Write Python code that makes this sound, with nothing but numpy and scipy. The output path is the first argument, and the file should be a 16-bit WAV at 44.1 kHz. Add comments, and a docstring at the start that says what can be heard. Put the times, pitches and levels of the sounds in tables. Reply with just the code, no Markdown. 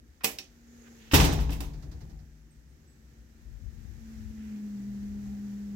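"""A sticking door, heard indoors: the latch snaps, the leaf rubs, is forced and lands with a thud that
booms through the house; the latch clicks and a loose panel chatters. A draught hums and hisses in the
door gap, strongest at the end. The floor rumbles faintly, a small bird calls outside and a hand bumps
the microphone. Impacts drive damped modes and band-wise reverberation; airflow is a tone plus noise."""
import sys
import numpy as np
from scipy import signal
from scipy.fft import rfft, irfft
from scipy.io import wavfile

SR = 44100
rng = np.random.default_rng(int(sys.argv[2]) if len(sys.argv) > 2 else 0)


def bounce(signal):
    """Save signal as a 16-bit WAV file at the path given by the first command-line argument."""
    frames = np.transpose(np.atleast_2d(signal))
    limited = np.clip(frames, -1, 1)
    pcm = np.round(limited * 32767).astype(np.int16)
    wavfile.write(sys.argv[1], SR, pcm)


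N = 253575
T = np.arange(N) / SR
FREQS = np.maximum(np.fft.rfftfreq(N, 1 / SR), 1)
FREED_S = 1  # door gives way, gap changes
FULL_DRAUGHT_DB = -37.5

# leaf against frame: t/s, level/dB, contact cutoff/Hz, rattle level/dB, rattle lag/s
LEAF_BLOWS = [(1.115, -27, 496, -15, .002), (1.1348, 2.5, 2950, -4, 0.0069), (1.1416, -7.5, 4060, -5, .010),
              (1.147, -4, 3000, -12, .005), (1.199, -5, 5000, -8.5, .003), (1.2408, -7.5, 1780, -9.5, .001),
              (1.294, -5.5, 293, -17.5, .026), (1.387, -18.5, 1230, -25, .009),
              (1.492, -16, 704, -22, 0.023), (1.604, -21.5, 1085, -30.5, 0.012)]
# left-right coherence: f/Hz, correlation/1
COHERENCE = [(60, .96), (160, .96), (300, .8), (550, .25), (1000, -.1), (2500, 0), (15000, 0)]


def undb(db):
    """Decibels to gain."""
    return 10 ** (np.asarray(db) / 20)


def curve(table):
    """(t/s, value) table, interpolated per sample."""
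    rows = np.array(table)
    return np.interp(T, rows[:, 0], rows[:, 1])


def at(table, hz):
    """(f/Hz, value) table, interpolated over log frequency."""
    rows = np.array(table)
    return np.interp(np.log(hz), np.log(rows[:, 0]), rows[:, 1])


def shape(x, gain):
    """Weight the spectrum."""
    return irfft(rfft(x) * gain, N)


def band(x, lo_hz, hi_hz):
    """Causal band-pass."""
    edges_hz = [lo_hz, np.clip(hi_hz, 1.2 * lo_hz, .48 * SR)]
    sos = signal.butter(2, edges_hz, "band", fs=SR, output="sos")
    return signal.sosfilt(sos, x + 1e-18 * np.sin(np.arange(len(x))))  # avoids denormals


def causal(gain):
    """Minimum-phase response of a gain curve: no pre-ringing."""
    cepstrum = irfft(np.log(gain), N)
    cepstrum[..., 1:] *= 2
    cepstrum[..., N // 2 + 1:] = 0
    return np.exp(rfft(cepstrum))


def unit(x):
    """Scale to rms 1."""
    return x / np.sqrt(np.mean(x ** 2))


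def unit_energy(x):
    """Scale to mean energy 1 per channel."""
    return unit(x) / np.sqrt(x.shape[-1])


def fade(t, t60_s):
    """Exponential decay."""
    return np.exp(-np.log(1000) * t / t60_s)


def bell(t, peak_s, sigma_s):
    """Gaussian swell, peak 1."""
    return np.exp(-.5 * ((t - peak_s) / sigma_s) ** 2)


def walk(rate_hz):
    """Random wander, rms 1."""
    return unit(shape(rng.standard_normal(N), np.exp(-(FREQS / rate_hz) ** 2)))


def lagging(x, tau_s):
    """First-order lag."""
    step = 1 / (tau_s * SR)
    return signal.lfilter([step], [1, step - 1], x)


def add(track, start_s, x):
    """Mix a short sound into a track."""
    i = int(start_s * SR)
    track[i:i + len(x)] += x[:N - i]


def play(force, response):
    """Drive a stereo response."""
    return signal.fftconvolve(force[None], response, axes=1)[:, :N]


def diffuse(gain):
    """Stereo noise of a given spectrum; long waves reach both sides alike."""
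    coherence = at(COHERENCE, FREQS)
    mid = shape(rng.standard_normal(N), gain * np.sqrt(1 + coherence))
    side = shape(rng.standard_normal(N), gain * np.sqrt(1 - coherence))
    return unit(np.array([mid + side, mid - side]))


def tail(force, colour, t60s, edge_count=15):
    """Reverberation: each band stores energy and releases it as diffuse noise. t60s: f/Hz, t60/s."""
    spectrum, out = rfft(diffuse(undb(at(colour, FREQS)))), 0
    edges_hz = np.geomspace(28, 16500, edge_count)
    for lo, hi in zip(edges_hz, edges_hz[1:]):
        power = band(force, lo, hi) ** 2 * SR / (2 * (hi - lo))
        retained = fade(1 / SR, at(t60s, np.sqrt(lo * hi))) ** 2
        stored = signal.lfilter([1 - retained], [1, -retained], power)
        noise = irfft(spectrum * ((FREQS >= lo) & (FREQS < hi)), N)
        out = out + np.sqrt(stored) * noise
    return out


def ring(modes):
    """Damped modes; the higher ones reach left and right shifted in phase, up to about a quarter cycle apart."""
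    t, out = T[:2 * SR], 0
    for hz, db, t60_s in modes:
        skew_rad = np.arccos(at(COHERENCE, hz)) * rng.choice([-1, 1]) * np.array([[.5], [-.5]])
        out = out + undb(db) * np.sin(2 * np.pi * hz * t + skew_rad) * fade(t, t60_s)
    return unit_energy(out)


def soften(x, cutoff_hz):
    """A soft contact spreads the push in time."""
    return signal.lfilter(*signal.butter(1, cutoff_hz, fs=SR), x)


def scrape(decay_s, size=4096):
    """A quick run of tiny slips; longer runs start more gently."""
    t = T[1:size + 1]
    swell = 1 - np.exp(-t * .03 / decay_s ** 2)
    slips = rng.standard_normal(size)
    return unit_energy(slips * abs(slips) * swell * np.exp(-t / decay_s))


def slip(db, decay_s, lo_hz, hi_hz):
    """One band-limited scrape."""
    return undb(db) * unit_energy(band(scrape(decay_s), lo_hz, hi_hz))


def draught_db():
    """Draught strength relative to full."""
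    # hum of the gap: t/s, level/dB
    strength = [(0.0, -67.5), (0.044, -58.5), (0.13, -82), (0.42, -83), (0.5, -64), (0.754, -54),
                (1.08, -57), (2.3, -67), (2.7, -71), (3.2, -62), (3.5, -66.5), (3.8, -58), (3.96, -60),
                (4.05, -47), (4.27, -46), (4.55, -37.5), (5.75, -38)]
    return curve(strength) - FULL_DRAUGHT_DB


def draught():
    """Air in the gap sings a wavering note that sags as flow rises; the hallway resonates later."""
    stuck_hz, freed_hz, full_sag_hz = 236.36, 226, 21.93
    # turbulence: f/Hz, level/dB
    wash_colour = [(90, -26), (170, -7), (260, 2), (330, -11), (420, -10.5), (520, -19), (900, -21.5),
                   (2000, -51.5)]
    flow = undb(draught_db())
    hz = np.where(T < FREED_S, stuck_hz, freed_hz) - full_sag_hz * lagging(flow, tau_s=.11)
    hz = hz * (1 + .005 * walk(23) + .005 * walk(3))
    phase = 2 * np.pi * np.cumsum(hz) / SR
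    note = np.sqrt(2) * (np.sin(phase) + undb(-31.5) * np.sin(2 * phase)) * undb(.75 * walk(20))
    hallway = undb(-15.5) * diffuse(1 / (1 + ((FREQS - 125) / 3) ** 2))
    wash = undb(-19.5) * diffuse(undb(at(wash_colour, FREQS)))
    return undb(FULL_DRAUGHT_DB) * ((note + wash) * flow + hallway * lagging(flow, tau_s=.3))


def hiss():
    """Broadband air noise in the gap; swells as the door is pushed and as the draught builds."""
    # spectrum: f/Hz, level/dB
    colour = [(290, -23.5), (500, -2.5), (613, -10), (784, -6), (1050, -12), (1820, -3), (2100, -7),
              (3440, -13), (6230, -12.5), (7750, -19), (8700, -25.5), (10100, -27), (12100, -19.5),
              (13800, -19.5), (16000, -23)]
    # direction: f/Hz, left minus right/dB
    pan = [(400, 0.5), (1300, 11), (2400, 4.5), (4400, -1.5), (8000, -11.5), (14000, 3)]
    # envelope: t/s, level/dB
    envelope = [(0, -73), (.6, -67.5), (.88, -63.5), (1.3, -61), (1.8, -67), (2.5, -71), (3.55, -68.5),
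                (4.1, -63.5), (5.75, -62.5)]
    noise = diffuse(undb(at(colour, FREQS)))
    panned = shape(noise, undb(at(pan, FREQS) * np.array([[.5], [-.5]])))
    return panned * undb(curve(envelope) + .5 * walk(9))


def rumble():
    """Floor and walls stir unevenly, slightly more in the draught and once the door is free."""
    # spectrum: f/Hz, level/dB
    colour = [(20, -20), (42, -10), (59, 3.5), (72, -2.5), (95, -13), (118, -10.5), (175, -17), (250, -17),
              (330, -18.5), (450, -26.5), (700, -37), (1500, -56)]
    level_db = -52 + .1 * draught_db() - 3 * (T < FREED_S)
    return diffuse(undb(at(colour, FREQS))) * undb(level_db + walk(2.4))


def bolt():
    """Bolt force and its share into the room; each snap has one weaker rebound."""
    # snaps: t/s, level/dB, low edge/Hz, high edge/Hz, decay/s, room send/dB
    snaps = [(0.2065, -38, 1105, 1760, 0.0032, 3), (0.235, -16, 200, 15000, 0.0052, -11.5),
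             (0.2429, -1.5, 60, 15800, 0.0021, -1.5), (0.386, -16, 3120, 5900, 0.00023, -5.5),
             (1.112, -19, 400, 3220, 0.004, 1.5), (1.14, -2, 4000, 16000, 0.002, 0),
             (1.505, -30, 1500, 14120, 0.00054, 2.5), (1.605, -19.5, 250, 13520, 0.00075, -3)]
    rebound_lag_s = .004
    force, to_room = np.zeros(N), np.zeros(N)
    for snap_s, db, lo_hz, hi_hz, decay_s, room_db in snaps:
        snap = slip(db, decay_s, lo_hz, hi_hz)
        rebound = slip(db - 8.5, decay_s=.0049, lo_hz=150, hi_hz=1.4 * hi_hz)
        for start_s, push in ((snap_s, snap), (snap_s + rebound_lag_s, rebound)):
            add(force, start_s, push)
            add(to_room, start_s, push * undb(room_db))
    return force, to_room


def latch():
    """Bolt snaps and leaf jolts excite a sharp crack, the ring of the fittings and the room."""
    # crack and room spectrum: f/Hz, level/dB
    colour = [(60, -13.5), (150, -2.5), (400, -1), (900, -1), (1800, 1), (2700, 3.5), (4200, -2), (5600, 0),
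              (6800, -2), (8000, -3), (9600, -13.5), (11300, -0.5), (15500, -4)]
    # latch metal and its timber: f/Hz, level/dB, t60/s
    modes = [(128, -8, .3), (217, -4, .25), (280, -3, .3), (370, -1, .3), (455, 0, .22), (773, -2, .2),
             (1168, -7, .24), (1820, -7, .15), (2512, 1, .18), (2670, 0, .16), (2962, -1, .18),
             (3760, -3, .15), (4285, -5, .15), (5560, -2, .15), (5680, -2, .15), (7745, -5, .18),
             (8538, -8, .16), (11100, -1, .17), (11730, -1, .19)]
    # room decay: f/Hz, t60/s
    room_t60 = [(150, 1), (1000, 0.27), (4000, 0.28), (15000, 0.23)]
    snaps, snaps_to_room = bolt()
    shakes = jolts()
    to_room = snaps_to_room + shakes
    burst = diffuse(undb(at(colour, FREQS))) * fade(T, t60_s=.013)
    crack = play(snaps + shakes, unit_energy(burst[:, :SR // 4]))
    near = tail(to_room, colour, [(100, .052), (15000, .07)], edge_count=7)  # frame, nearest walls
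    far = tail(to_room, colour, room_t60)
    metal = play(snaps + undb(-6) * shakes, ring(modes))
    return undb(3.5) * crack + undb(-.5) * metal + undb(2) * near + undb(3) * far


def door_swells():
    """Short grainy swells around the door: rubs, a faint creak, thin seal hiss, low rush of draught."""
    # swells: peak t/s, level/dB, centre f/Hz, width/octaves, sigma/s
    swells = [(0.871, -58.5, 1700, 0.9, 0.016), (0.882, -70, 6570, .12, .19), (0.92, -63.5, 406, .4, 0.16),
              (1.053, -62, 2702, 0.68, 0.048), (2.117, -67, 761, 0.068, 0.046),
              (4.47, -64, 1900, 0.71, 0.083), (5.31, -69.5, 765, 0.15, 0.065)]
    out = 0
    for peak_s, db, hz, width_oct, sigma_s in swells:
        noise = diffuse(np.exp(-(np.log2(FREQS / hz) / width_oct) ** 2))
        out = out + undb(db) * noise * bell(T, peak_s, sigma_s)
    return out * undb(2 * walk(120))


def jolts():
    """Each blow cracks the timber, then rattles the fittings; weaker rattles last longer."""
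    force = np.zeros(N)
    for start_s, db, cutoff_hz, rattle_db, lag_s in LEAF_BLOWS:
        crack = slip(db - 2.5, decay_s=.0045, lo_hz=550, hi_hz=3000)
        add(force, start_s, soften(crack, cutoff_hz))
        decay_s = .0063 * 2 ** (-rattle_db / 18)
        add(force, start_s + lag_s, slip(rattle_db, decay_s, lo_hz=840, hi_hz=12000))
    return force


def door():
    """The leaf strikes and rebounds; its modes and the rooms behind it boom on."""
    # door and walls: f/Hz, level/dB, t60/s
    modes = [(51.9, -6, 1.3), (67.7, -14, 0.98), (80, 9, 0.23), (91, -16.5, 0.24), (118.6, -17.5, 0.6),
             (151, -24, 3.6), (154.4, -3.5, .8), (176.6, -12, 1.2), (196, -11, 1.2), (275.3, -5, 0.8),
             (285.3, 6, 0.33), (326, -6, 0.21), (412.7, -8, 0.78), (467.5, -11, 0.64), (528, -22, .6),
             (600, -13.5, 0.19), (815, -18.5, 0.41), (812, -6.5, 0.15), (1024, -16.5, 0.18)]
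    # boom spectrum: f/Hz, level/dB
    wood_colour = [(25, -7.5), (50, 12.5), (90, -6.5), (125, 1), (300, -7.5), (550, -12), (900, -8.5),
                   (1400, -19.5), (2400, -19.5), (4000, -15.5), (7000, -16), (9500, -22.5), (15500, -50)]
    # house decay: f/Hz, t60/s
    house_t60 = [(50, 2.05), (150, 0.89), (400, 0.58), (1000, 0.63), (4000, 0.57), (15000, 0.27)]
    force = np.zeros(N)
    for start_s, db, cutoff_hz, _, _ in LEAF_BLOWS:
        add(force, start_s, undb(db) * soften(signal.unit_impulse(SR // 10), cutoff_hz))
    return undb(14) * play(force, ring(modes)) + undb(15) * tail(force, wood_colour, house_t60)


def sways(peak_s, sigma_s, decay_s):
    """Panel force: one soft contact per sway, the series swelling and dying away."""
    first_s, period_s, count = 1.73, .0908, 6
    force = np.zeros(N)
    for start_s in first_s + period_s * np.arange(count):
        add(force, start_s, bell(start_s, peak_s, sigma_s) * scrape(decay_s))
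    return force


def chatter():
    """A loose panel brushes its frame and thumps dully on every sway."""
    # spectra: f/Hz, level/dB
    brush_colour = [(200, -18), (800, 4), (1400, -1), (2000, -1.5), (3000, -10), (4500, 0),
                    (6500, -5.5), (9500, -20), (15000, -19)]
    thump_colour = [(25, -7), (55, 7), (100, -3), (150, -5), (220, -15), (310, -15), (500, -28),
                    (750, -27.5), (1200, -41), (4000, -58)]
    brush_force = sways(peak_s=1.86, sigma_s=.21, decay_s=.01)
    brush = tail(brush_force, brush_colour, [(200, .24), (8000, .1)], edge_count=7)
    thump_force = sways(peak_s=1.87, sigma_s=.2, decay_s=.027)
    thump = tail(thump_force, thump_colour, [(50, .29), (1000, .22)], edge_count=7)
    return undb(-28.5) * brush + undb(-5.5) * thump


def bird():
    """Thin, high calls of narrowband noise with a short outdoor echo."""
    # calls: t/s, f/Hz, level/dB
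    chirps = [(2.32, 8150, -81.5), (2.501, 8300, -72.5), (2.68, 8580, -82), (2.868, 7870, -68)]
    width_hz, attack_s = 170, .0078
    out, t = np.zeros(N), T[:SR // 2]
    envelope = np.minimum(t / attack_s, 1) * (fade(t, .21) + .24 * fade(t, .91))
    for start_s, hz, db in chirps:
        call = unit(shape(rng.standard_normal(N), np.exp(-((FREQS - hz) / width_hz) ** 2)))
        add(out, start_s, undb(db) * call[:len(t)] * envelope)
    return out


def handling():
    """Dull hand bumps through the microphone case, mostly left."""
    # bumps: peak t/s, level/dB, sigma/s
    bumps = [(3.52, -47, 0.068), (3.643, -44.5, 0.029), (3.833, -42.5, 0.14), (4.245, -41, 0.068),
             (5.124, -48.5, 0.16)]
    # spectrum: f/Hz, level/dB
    colour = [(20, -30), (45, 6), (80, 1.5), (130, -7.5), (300, -29.5), (1000, -83)]
    swell = sum(undb(db) * bell(T, peak_s, sigma_s) for peak_s, db, sigma_s in bumps)
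    return diffuse(undb(at(colour, FREQS))) * swell * undb([[3], [-14]])


def scene():
    """All sources, heard just inside the house."""
    doorway = latch() + door() + chatter() + door_swells() + draught() + hiss()
    return doorway + rumble() + handling() + bird()


def record(dry):
    """Left microphone favours bass, right treble; then low cut, soft clipping and top cut."""
    # microphone pair: f/Hz, left minus right/dB
    balance = [(50, 4.3), (130, 2), (250, 1), (500, -.7), (1000, -1.5), (2000, -3.7), (4000, -6),
               (8000, -7.8), (12000, -11.5)]
    low_cut_hz, top_cut_hz = 27, 15900
    tilted = shape(dry, causal(undb(at(balance, FREQS) * np.array([[.5], [-.5]]))))
    trimmed = signal.sosfilt(signal.butter(2, low_cut_hz, "high", fs=SR, output="sos"), tilted)
    return signal.sosfilt(signal.ellip(10, .2, 70, top_cut_hz, fs=SR, output="sos"), np.tanh(trimmed))


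dry = scene()
out = record(dry)
bounce(out)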